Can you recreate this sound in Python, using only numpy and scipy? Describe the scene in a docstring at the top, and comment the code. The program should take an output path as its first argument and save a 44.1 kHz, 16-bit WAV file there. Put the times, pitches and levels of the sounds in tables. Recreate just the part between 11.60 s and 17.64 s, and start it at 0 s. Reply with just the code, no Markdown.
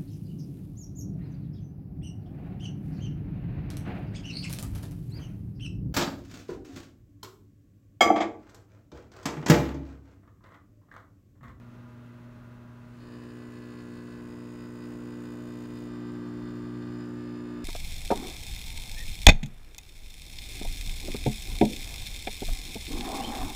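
"""Testing machine in a ventilated lab

One microphone near the machine, over room air and the mains hum of its motor. The loading drive
engages and is turned up in steps: its iron core drones and its laminations chatter once a cycle.
Panel tones swell and fade as the load shifts; at the top step the core pulls tight and the fizz dulls."""
import sys
import numpy as np
from scipy import signal
from scipy.fft import rfft, irfft, next_fast_len
from scipy.io import wavfile
from scipy.ndimage import uniform_filter1d, map_coordinates

SR = 44100
rng = np.random.default_rng(int(sys.argv[2]) if len(sys.argv) > 2 else 0)


def dump_mix(stems):
    """Bounce the given channels to the path in sys.argv[1] as a 16-bit WAV at rate SR."""
    frames = np.atleast_2d(stems).T  # one column per channel
    limited = np.clip(frames, -1, 1)  # hard clip at full scale
    pcm = np.round(limited * 32767).astype(np.int16)
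    wavfile.write(sys.argv[1], SR, pcm)


N = 266441
TIME = np.arange(N) / SR
MAINS_HZ = 59.972
DRONE_REFERENCE_DB = -41   # effort_db is the drone's level above this


def from_db(db):
    """Decibels to gain."""
    return 10 ** (np.asarray(db) / 20)


def unit_rms(x):
    """Scale to an rms of 1."""
    return x / np.sqrt(np.mean(x ** 2) + 1e-20)


def curve(rows):
    """Join (seconds, value) points with straight lines."""
    return np.interp(TIME, *np.transpose(rows))


def switch(at_s, rise_s):
    """A smooth step from 0 to 1, centred on at_s."""
    return .5 + .5 * np.tanh((TIME - at_s) / rise_s)


def drift(rate_hz):
    """A slow random wander with a spread of about 1."""
    knots = rng.standard_normal(400)
    return np.interp(TIME * rate_hz + rng.random(), np.arange(len(knots)), knots) * np.sqrt(3 / 2)


def colour(x, spectrum):
    """Filter by a spectrum; unit white noise comes out at its dB per Hz."""
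    hz, db = np.transpose(spectrum)
    size = next_fast_len(N + SR // 2)
    bins = np.maximum(np.fft.rfftfreq(size, 1 / SR), 1)
    gain = from_db(np.interp(np.log(bins), np.log(hz), db))
    return irfft(rfft(x, size) * gain, size)[:N] * np.sqrt(SR / 2)


def mains_harmonic(order, frame_hz=248, frame_q=1.7, second_push=0.79, second_at_cycle=.537):
    """One harmonic of two unequal magnetic pushes a cycle, timed by the frame's resonance; rms 1."""
    hz = order * MAINS_HZ
    pushes = 1 + second_push * np.exp(-2j * np.pi * order * second_at_cycle)
    frame = -1 / (1 + 1j * frame_q * (hz / frame_hz - frame_hz / hz))
    return np.sqrt(2) * np.cos(2 * np.pi * hz * TIME + np.angle(pushes * frame))


# The room tone of the lab. Each row: frequency in Hz, level in dB per Hz.
AIR_SPECTRUM = [(20, -104), (29, -79), (45, -79.5), (70, -80.5), (100, -77), (160, -79.5), (280, -82),
                (450, -89.5), (600, -89.5), (750, -95.5), (1000, -92), (1400, -92), (2200, -104),
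                (4000, -113), (8000, -121), (15000, -121)]

def ventilation():
    """Moving air fills the room with a steady low noise."""
    return colour(rng.standard_normal(N), AIR_SPECTRUM)


# Hiss just above the room tone. Each row: frequency in Hz, level in dB per Hz.
HISS_SPECTRUM = [(1200, -115), (2000, -99.5), (2350, -109), (2600, -101), (2950, -108), (4200, -112),
                 (5000, -117), (6600, -116), (8000, -122), (10400, -130), (15000, -125)]

def idle_hiss(flutter_db=1.2):
    """A faint hiss that flutters slightly."""
    return colour(rng.standard_normal(N), HISS_SPECTRUM) * from_db(flutter_db * drift(34))


# The motor's hum at the microphone. Each row: time in seconds, level in dB.
HUM_LEVELS = [(0.0, -50), (2.56, -50.5), (4.42, -47), (5.32, -43.5), (5.97, -50.5), (6.04, -52)]
# Faint tones of the rotor. Each row: frequency in Hz, average level in dB.
ROTOR_TONES = [(350.5, -67.5), (618.5, -69.5), (839.6, -77), (989.5, -73), (1199.4, -77), (1237, -75.5),
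               (1404, -73), (1501, -78), (1604, -78.5)]

def motor(engaged, octave_db=-52.0, wander_db=2.5):
    """Hum at twice the mains and wavering rotor tones; the hum's octave fades as the drive engages."""
    out = from_db(curve(HUM_LEVELS)) * mains_harmonic(2)
    out += (1 - engaged) * from_db(octave_db) * mains_harmonic(4)
    for hz, db in ROTOR_TONES:
        gain = from_db(db + wander_db * drift(9))
        out += gain * np.sqrt(2) * np.sin(2 * np.pi * hz * TIME + .5 * drift(7))
    return out


# The drive is engaged, turned up four times, then its thrum eases back.
# Each row: time in seconds, glide in seconds, base level of the drone in dB, thrum level in dB.
DRIVE_STEPS = [(1.43, 0.1, -43.5, -64), (2.08, 0.13, -43, -54.5), (2.62, 0.049, -42.5, -54),
               (3.22, 0.04, -41.5, -52.5), (4.29, 0.068, -39.5, -47.5), (5.53, 0.049, -39.5, -50.5)]

def drive_controls():
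    """The drive glides from one setting to the next; gives engaged (0-1), drone dB and thrum dB."""
    steps = np.array(DRIVE_STEPS)
    turns = np.array([switch(at_s, glide_s) for at_s, glide_s in steps[:, :2]])
    levels = steps[:, 2:]
    drone_db, thrum_db = levels[0][:, None] + np.diff(levels, axis=0).T @ turns[1:]
    return turns[0], drone_db, thrum_db


# The low rush of the drive. Each row: frequency in Hz, relative level in dB.
RUSH_SPECTRUM = [(25, -105), (45, -81), (150, -87), (300, -90.5), (600, -95), (800, -96.5), (1300, -99),
                 (2200, -108), (5000, -119), (9000, -126), (16000, -132)]

def drive_rush(effort_db, tight, gain_db=5.5, growth=4.4, tight_db=-6.0):
    """A rush that rises steeply with the drone and drops a few dB once the core is tight."""
    noise = colour(rng.standard_normal(N), RUSH_SPECTRUM)
    return noise * from_db(gain_db + growth * effort_db + tight * tight_db)


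# The tones of the machine's covers. Each row: multiple of the mains, relative resting level in dB.
PANEL_TONES = [(12, -76), (15, -75), (17, -73), (18, -72), (19, -72), (20, -79), (22, -82), (25, -72),
               (26, -74), (28, -77), (29, -76), (31, -82), (33, -79), (36, -84), (40, -80), (41, -81),
               (42, -80), (44, -83), (49, -79), (52, -79), (59, -82), (60, -80), (61, -81), (64, -82),
               (69, -82), (72, -85), (77, -83), (78, -84), (83, -82.5), (84, -83), (85, -84)]
# A tone sings out as the load shifts.
# Each row: start and end in seconds, multiple of the mains, relative level it swells towards in dB.
PANEL_SWELLS = [(1.3, 1.48, 72, -75), (1.43, 1.8, 31, -69), (1.43, 3.3, 78, -76), (1.44, 4.27, 18, -66),
                (1.44, 4.2, 17, -67), (1.45, 2.6, 29, -66.5), (1.45, 4.15, 19, -67.5),
                (1.62, 2.25, 83, -77), (1.6, 2.68, 28, -66), (1.6, 2.6, 44, -75), (1.7, 2.65, 26, -66.5),
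                (1.72, 5.45, 33, -68), (1.8, 2.58, 72, -74.5), (2.3, 3.9, 25, -67), (2.6, 6.1, 15, -68),
                (2.6, 6.1, 22, -70.5), (2.6, 6.1, 31, -72.5), (2.6, 5.5, 41, -73.5), (2.65, 4.26, 83, -75),
                (3.25, 4.15, 26, -68), (4.28, 6.1, 20, -61), (4.3, 5.45, 19, -63.5), (4.3, 5.52, 26, -63.5),
                (4.55, 6.1, 28, -67.5), (4.6, 5.4, 72, -75), (4.65, 5.35, 59, -73.5), (4.8, 5.45, 60, -75),
                (5.33, 5.52, 83, -70), (5.35, 6.1, 29, -66), (5.52, 6.1, 44, -75), (5.52, 6.1, 36, -73),
                (5.56, 5.95, 72, -76), (5.62, 6.1, 59, -75.5), (5.63, 5.83, 83, -73)]

def panels(effort_db, gain_db=0.1, growth=0.12, strike_at=0.24, swell_s=.04, rough_db=5.0):
    """The core knocks the sheet-metal covers once a cycle; high tones die sooner, so they pulse more."""
    cycles_since_knock = (TIME * MAINS_HZ - strike_at) % 1
    flicker_db = rough_db * drift(40)
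    out = np.zeros(N)
    for order, rest_db in PANEL_TONES:
        hz = order * MAINS_HZ
        ring_cycles = 2.4 * (1200 / hz) ** 0.87
        ringing = unit_rms(uniform_filter1d(np.exp(-cycles_since_knock / ring_cycles), size=70))
        flicker = from_db(.5 * flicker_db / ring_cycles)
        gain = np.full(N, from_db(rest_db))
        for start_s, end_s, swell_order, swell_db in PANEL_SWELLS:
            if swell_order == order:
                swell = switch(start_s, swell_s) - switch(end_s, swell_s)
                gain += (from_db(swell_db) - from_db(rest_db)) * swell
        phase = 2 * np.pi * (hz * TIME + rng.random()) + 0.2 * drift(3)
        out += gain * flicker * ringing * np.sqrt(2) * np.sin(phase)
    return from_db(gain_db + growth * effort_db) * out


def chatter(spectrum, strike_at, decay_cycles, sustain, fresh, shift_hz, stroke_depth=0):
    """Tiny impacts repeat each mains cycle in a slowly shifting pattern, plus fresh ones; rms 1."""
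    def burst(cycles):
        """A decay over a sustained floor, in six strokes: one for each peak of the three phases."""
        since_strike = (cycles - strike_at) % 1
        strokes = 1 + stroke_depth * np.cos(2 * np.pi * 6 * since_strike)
        return (np.exp(-since_strike / decay_cycles) + sustain) * strokes

    cycle_samples = 735
    one_burst = burst(np.arange(cycle_samples) / cycle_samples)
    patterns = rng.standard_normal((40, cycle_samples))
    for _ in range(2):   # sharp impacts feed all harmonics about alike
        harmonics = rfft(patterns)
        patterns = irfft(harmonics / np.abs(harmonics), cycle_samples) * one_burst
    patterns = signal.resample(patterns, 4 * cycle_samples, axis=1)
    cycles = TIME * MAINS_HZ
    row = TIME * shift_hz
    column = cycles % 1 * patterns.shape[1]
    repeating = map_coordinates(patterns, [row, column], order=1, mode="grid-wrap")
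    repeating /= np.hypot(row % 1, 1 - row % 1)   # even power while two patterns blend
    new_impacts = rng.standard_normal(N) * burst(cycles)
    return unit_rms(colour(unit_rms(repeating) + fresh * unit_rms(new_impacts), spectrum))


# The laminations from close by: their rattle, their fizz when loose and when tight, and the highest fizz.
# Each row: frequency in Hz, relative level in dB.
RATTLE_SPECTRUM = [(500, -8), (650, -25), (1100, -4), (1750, 6.5), (2150, -6), (2500, -1), (3000, 3.5),
                   (3300, -5), (3600, 1.5), (3900, -7.5), (4900, 1), (5400, -3.5), (6200, -13), (9000, -29)]
LOOSE_SPECTRUM = [(4500, -23), (5500, -15), (6000, -10), (7050, 3.5), (7550, -7.5), (8300, -2.5),
                  (9700, -7.5), (10400, -16), (11000, -7.5), (11900, -15), (12500, -22), (14200, -26),
                  (15100, -15), (16000, -8)]
TIGHT_SPECTRUM = [(4500, -17), (5500, -16), (6400, -26), (7100, 7), (7600, -15.5), (8600, -2.5),
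                  (9400, -16), (10300, -48), (11150, -28), (12000, -28), (14200, -41), (15100, -7),
                  (16000, -49)]
TOP_SPECTRUM = [(9000, -28), (11800, 0), (12500, -15), (13300, -2), (14100, -7), (15000, -18), (16000, -9)]
# The highest fizz builds while the core is loose. Each row: time in seconds, average level in dB.
TOP_LEVELS = [(1.5, -83), (2.2, -81), (3.0, -78), (3.45, -77), (3.7, -75), (4.2, -78)]

def laminations(effort_db, tight, flicker_db=.8):
    """The iron sheets rattle and fizz harder with the drive; the fizz dulls once the core is tight."""
    rattle = chatter(RATTLE_SPECTRUM, strike_at=.15, decay_cycles=1, sustain=.35, fresh=.2,
                     shift_hz=1.288, stroke_depth=.4)
    bright = chatter(LOOSE_SPECTRUM, strike_at=.082, decay_cycles=.62, sustain=.28, fresh=.58,
                     shift_hz=1.22)
    dull = chatter(TIGHT_SPECTRUM, strike_at=.039, decay_cycles=.5, sustain=.14, fresh=.7, shift_hz=2.47)
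    top = chatter(TOP_SPECTRUM, strike_at=.25, decay_cycles=.35, sustain=.14, fresh=.58, shift_hz=1.7)
    rattle *= from_db(-66.5 + 0.41 * effort_db)
    bright *= from_db(-67 + 1.33 * effort_db)
    dull *= from_db(-72)
    top *= from_db(curve(TOP_LEVELS))
    fizz = (1 - tight) * (bright + top) + tight * dull
    return (rattle + fizz) * from_db(flicker_db * drift(25))   # the buzz's level flickers slightly


# The drone, the loudest sound at the microphone. Each row: multiple of the mains,
# offset from the base level in dB when loose and when tight, extra dB per dB of effort.
CORE_HARMONICS = [(4, -1, -2.5, 0.71), (5, -2, -6, 2.4), (6, -8, -9, 1), (7, -16, -17.5, -0.45),
                  (8, -16.5, -27.5, 0.3), (9, -25.5, -26, 0), (10, -24, -30, 1.2)]

def iron_core(drone_db, thrum_db, tight):
    """The core thrums at three times the mains, under harmonics whose balance moves with the current."""
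    effort_db = drone_db - DRONE_REFERENCE_DB
    out = from_db(thrum_db) * mains_harmonic(3)
    for order, loose_db, tight_db, growth in CORE_HARMONICS:
        offset_db = loose_db + tight * (tight_db - loose_db)
        out += from_db(drone_db + offset_db + growth * effort_db) * mains_harmonic(order)
    return out


def scene():
    """Room air, hiss and motor throughout, with the loading drive coming in on top; mono."""
    engaged, drone_db, thrum_db = drive_controls()
    effort_db = drone_db - DRONE_REFERENCE_DB
    tight = switch(at_s=4.28, rise_s=0.018)
    air = ventilation()
    drive = engaged * (drive_rush(effort_db, tight) + iron_core(drone_db, thrum_db, tight))
    buzz = switch(1.39, 0.16) * laminations(effort_db, tight)   # they stir just before the drone swells
    singing = switch(1.37, 0.11) * panels(effort_db)
    return (air + idle_hiss() + motor(engaged) + singing + buzz + drive)[None]


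def record(dry):
    """The highest treble is cut steeply."""
    cutoff_hz = 15730
    return signal.sosfilt(signal.ellip(16, .1, 80, cutoff_hz, fs=SR, output="sos"), dry)


dry = scene()
out = record(dry)
dump_mix(out)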